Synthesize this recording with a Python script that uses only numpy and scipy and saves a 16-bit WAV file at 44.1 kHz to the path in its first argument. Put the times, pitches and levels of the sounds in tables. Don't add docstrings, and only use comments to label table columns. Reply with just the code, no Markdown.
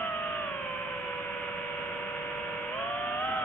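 import sys
import numpy as np
from scipy.fft import rfft, irfft, next_fast_len
from scipy.io import wavfile
from scipy.ndimage import uniform_filter1d, map_coordinates

SR = 44100
rng = np.random.default_rng(int(sys.argv[2]) if len(sys.argv) > 2 else 0)


def log_audio(samples):
    frames = np.atleast_2d(samples).T
    limited = np.clip(frames, -1, 1)
    pcm = np.round(limited * 32767).astype(np.int16)
    wavfile.write(sys.argv[1], SR, pcm)


N = 151704

# (time [s], blades passing per second [Hz], push of the blades on the air [dB])
FLIGHT_A = [(0.0, 699.5, 2), (0.05, 699.0, 2.7), (0.12, 674.5, 0.5), (0.25, 665.0, 2.6), (0.41, 656.5, 1.5),
            (0.5, 618.5, -0.2), (0.6, 590.0, -1.4), (0.72, 579.0, -2), (1.08, 570.0, -1.9),
            (1.5, 581.0, -0.5), (2.15, 587.5, 0.3), (2.7, 593.5, 0.5), (2.79, 671.5, 3.5),
            (2.91, 711.0, 4.5), (3.16, 725.5, 4.5), (3.26, 776.5, 7.5), (3.37, 775.5, 6.5),
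            (3.44, 739.5, 5)]
FLIGHT_B = [(0.0, 656.5, 9), (0.06, 653.5, 7.5), (0.122, 627.0, -7), (0.41, 625.0, 1.5),
            (0.498, 592.5, 4.5), (0.602, 569.0, 5), (0.898, 562.5, 2), (1.498, 563.0, 2), (2.099, 560.0, 1),
            (2.7, 555.0, 0.5), (2.8, 640.0, 2.4), (2.908, 678.5, 5), (3.172, 700.5, 6), (3.272, 750.5, 7.5),
            (3.38, 757.0, 12.5), (3.44, 741.0, 3)]
FLIGHT_C = [(0.0, 657.5, 1), (0.05, 650.5, 4), (0.15, 626.5, 2.5), (0.41, 602.0, 1.5), (0.5, 564.0, 0),
            (0.6, 537.0, -2), (0.72, 513.5, 0.3), (0.871, 517.0, -3), (1.068, 495.0, -1.5),
            (1.402, 490.5, -0.8), (1.901, 486.5, -1.4), (2.7, 485.0, -0.8), (2.79, 551.0, 2.2),
            (2.919, 582.0, 1), (3.17, 601.5, 4.5), (3.268, 645.0, 2), (3.372, 642.0, 4),
            (3.44, 596.0, -2.5)]
FLIGHT_D = [(0.0, 581.5, 12), (0.05, 582.0, 8), (0.18, 555.5, 4.5), (0.392, 560.5, 7), (0.498, 528.0, 4.5),
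            (0.601, 508.0, 3.5), (0.752, 518.0, 7), (1.05, 498.0, 8), (1.451, 480.0, 1.5),
            (2.1, 469.0, 2.2), (2.7, 466.0, 0), (2.799, 530.0, 9.5), (2.922, 578.0, 11.5),
            (3.168, 603.5, 4), (3.282, 658.0, 9), (3.37, 675.0, 10), (3.44, 644.0, 19)]
# (blade rate at cruise [Hz], blade left-right difference [dB],
#  motor left-right difference [dB], lead at the left port [ms], whine level at cruise [dB])
ROTORS = [(604, 4.5, -6.5, .02, -53.5), (545, -6, -3, .12, -49.5), (478, -4, -5.5, 0.095, -49.5),
          (474, 0, -5.5, 0.11, -59)]
# (multiple of the blade rate, base level of rotor A [dB], B [dB], C [dB], D [dB])
BLADE_TONES = [(1, -42, -49.5, -41.5, -61.5), (2, -55.5, -62, -42.5, -55.5), (3, -54.5, -61, -49.5, -51.5),
               (4, -54.5, -51.5, -57, -60), (5, -69.5, -54.5, -59, -69.5), (6, -70, -69, -69.5, -56),
               (7, -72.5, -65.5, -56.5, -72.5)]
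# (multiple of the shaft rate, level at cruise of rotor A [dB], B [dB], C [dB], D [dB])
MOTOR_TONES = [(1, -58.5, -61.5, -59.5, -61.1), (2, -67, -68, -64.5, -68), (4, -68.5, -66, -68.5, -64.5),
               (5, -67, -66.5, -67.5, -71.5), (7, -60, -69, -67.5, -68.5), (8, -58.5, -68, -68, -62),
               (10, -64, -66.5, -61, -63), (11, -59.5, -59, -58.5, -65.5), (13, -51.5, -54.5, -51.5, -62.5),
               (14, -54.5, -52.5, -49.5, -65.5), (16, -62.5, -63, -74, -71.5), (19, -68, -59.5, -65, -68),
               (20, -69, -70.5, -66, -68), (22, -68, -72.5, -51.5, -77)]
# (centre [Hz], width [Hz], boost [dB])
FRAME_RESONANCES = [(256, 46, 5.5), (938, 120, 11), (1460, 260, 5), (2300, 170, 1)]
# (frequency [Hz], gain [dB])
FRAME_DAMPING = [(2900, -0.5), (3150, 1), (3550, -1), (3800, -9), (4300, -18.5)]
# (frequency [Hz], relative level per Hz [dB])
WASH_COLOUR = [(20, -7.5), (45, 0), (110, 5.5), (200, 4), (400, 1.5), (750, -1), (1050, 2.5), (1400, 5),
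               (1900, -2.5), (2800, 1), (3400, -4.5), (4500, -13.5), (5000, -21.5), (5600, -4), (6300, -17),
               (9000, -16), (14000, -29)]
# (frequency [Hz], likeness [1 = same, 0 = unrelated])
WASH_ALIKE = [(30, 1), (200, 0.45), (700, 0.28), (1400, 0.63), (2500, 0.055), (5000, 0.13)]
# (frequency [Hz], left-right difference [dB])
WASH_PAN = [(50, -0.5), (400, -.5), (900, -1), (1500, -5), (2200, -3.5), (3500, -3.5), (6000, -1.5)]
# (frequency [Hz], gain [dB])
CAMERA_RESPONSE = [(20, -5), (3100, -1), (3300, -1.5), (3550, -12), (3800, -19), (4100, -28.5), (4300, -50),
                   (5500, -39), (8000, -39.5), (10000, -51.5)]

BLADES = 3
FLUTTER_RATE = 35.14
BLADE_FLUTTER_DB, BLADE_JITTER = -0.03, 0.22
OVERTONE_GROWTH_DB = 12
MOTOR_GROWTH_DB = 2
MOTOR_FLUTTER_DB, MOTOR_JITTER = 2, 0.42
WHINE_ORDER, WHINE_JITTER = 42, 1.3
WHINE_GROWTH_DB, WHINE_PAN_DB = -12, -5.5
BEARING_ORDER, BEARING_JITTER = 17.6, 0.38
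BEARING_DB, BEARING_PAN_DB = -52.5, -4.5
WASH_DB, WASH_GROWTH_DB = -39, 3.5
WASH_SWELL_DB, CHOP = 0.35, 0.4
TOP_HZ = 10100


def amp(db):
    return 10 ** (np.asarray(db) / 20)


def unit(x):
    return x / np.sqrt(np.mean(x ** 2) + 1e-20)


def along(points, hz):
    f, v = np.transpose(points)
    return np.interp(np.log(hz + 1), np.log(f + 1), v)


def wobble(rate):
    points = rng.standard_normal(N // 50)
    return map_coordinates(points, [np.arange(N) * rate / SR], mode="wrap")


def filtered(x, response):
    m = next_fast_len(N + SR // 4)
    spectrum = rfft(x, m) * response(np.fft.rfftfreq(m, 1 / SR))
    return irfft(spectrum, m)[..., :N]


def sides(difference):
    return np.array([[.5], [-.5]]) * difference


def spin(points):
    s, rate, load_db = np.transpose(points)
    t = np.arange(N) / SR
    hz = uniform_filter1d(np.interp(t, s, rate), size=1100, mode="nearest")
    phase = 2 * np.pi * np.cumsum(hz) / SR + rng.uniform(0, 2 * np.pi)
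    return hz, phase, np.interp(t, s, load_db)


def tone(phase, level_db, flutter_db, jitter):
    angle = phase + jitter * wobble(FLUTTER_RATE)
    level = amp(level_db + flutter_db * wobble(FLUTTER_RATE))
    return -np.sqrt(2) * level * np.cos(angle.astype(np.float32))


def wash(spins):
    efforts = [np.log2(hz / row[0]) for (hz, _, _), row in zip(spins, ROTORS)]
    effort = np.mean(efforts, axis=0)
    chop = 1 + CHOP * np.mean([np.cos(phase) for _, phase, _ in spins], axis=0) * 2

    def mid_side_colour(hz):
        angle = np.arccos(np.clip(along(WASH_ALIKE, hz), -1, 1)) / 2
        return amp(along(WASH_COLOUR, hz)) * [np.cos(angle), np.sin(angle)]

    mid, side = filtered(chop * rng.standard_normal((2, N)), mid_side_colour)
    left_right = np.array([mid + side, mid - side])
    air = unit(filtered(left_right, lambda hz: amp(sides(along(WASH_PAN, hz)))))
    return air * amp(WASH_DB + WASH_GROWTH_DB * effort + WASH_SWELL_DB * wobble(12))


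def bearing(phase):
    song = tone(BEARING_ORDER * phase / BLADES, BEARING_DB, MOTOR_FLUTTER_DB, BEARING_JITTER)
    return song * amp(sides(BEARING_PAN_DB))


def frame(buzz):
    def gain(hz):
        boost_db = sum(db / (1 + (2 * (hz - centre) / width) ** 2)
                       for centre, width, db in FRAME_RESONANCES)
        return amp(boost_db + along(FRAME_DAMPING, hz))

    return filtered(buzz, gain)


def motor_buzz(index, shaft, effort):
    buzz = 0
    for k, *levels in MOTOR_TONES:
        angle = round(k) * shaft + rng.uniform(0, 2 * np.pi)
        level_db = levels[index] + MOTOR_GROWTH_DB * effort
        buzz += tone(angle, level_db, MOTOR_FLUTTER_DB, MOTOR_JITTER)
    return buzz


def motor_whine(shaft, level_db, effort):
    whine_db = level_db + WHINE_GROWTH_DB * effort
    return tone(WHINE_ORDER * shaft, whine_db, MOTOR_FLUTTER_DB, WHINE_JITTER)


def propeller(index, ports, load_db, effort):
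    blades = 0
    for k, *levels in BLADE_TONES:
        k = round(k)
        if k == 1:
            swell_db = load_db
        elif k == 2:
            swell_db = load_db + OVERTONE_GROWTH_DB * effort
        else:
            swell_db = MOTOR_GROWTH_DB * effort
        flutter_db = BLADE_FLUTTER_DB * np.sqrt(k)
        blades += tone(k * ports, levels[index] + swell_db, flutter_db, BLADE_JITTER * k)
    return blades


def rotor(index, hz, phase, load_db):
    cruise_hz, blade_pan_db, motor_pan_db, lead_ms, whine_db = ROTORS[index]
    effort = np.log2(hz / cruise_hz)
    ports = phase + 2 * np.pi * hz * sides(lead_ms / 1000)
    shaft = ports / BLADES
    blades = propeller(index, ports, load_db, effort) * amp(sides(blade_pan_db))
    whine = motor_whine(shaft, whine_db, effort) * amp(sides(WHINE_PAN_DB))
    buzz = motor_buzz(index, shaft, effort) * amp(sides(motor_pan_db))
    return blades + whine, buzz


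def scene():
    spins = [spin(points) for points in (FLIGHT_A, FLIGHT_B, FLIGHT_C, FLIGHT_D)]
    airborne, buzz = np.sum([rotor(index, *s) for index, s in enumerate(spins)], axis=0)
    _, phase_c, _ = spins[2]
    return airborne + frame(buzz + bearing(phase_c)) + wash(spins)


def record(dry):
    return filtered(dry, lambda hz: amp(along(CAMERA_RESPONSE, hz)) * (hz < TOP_HZ))


dry = scene()
out = record(dry)
log_audio(out)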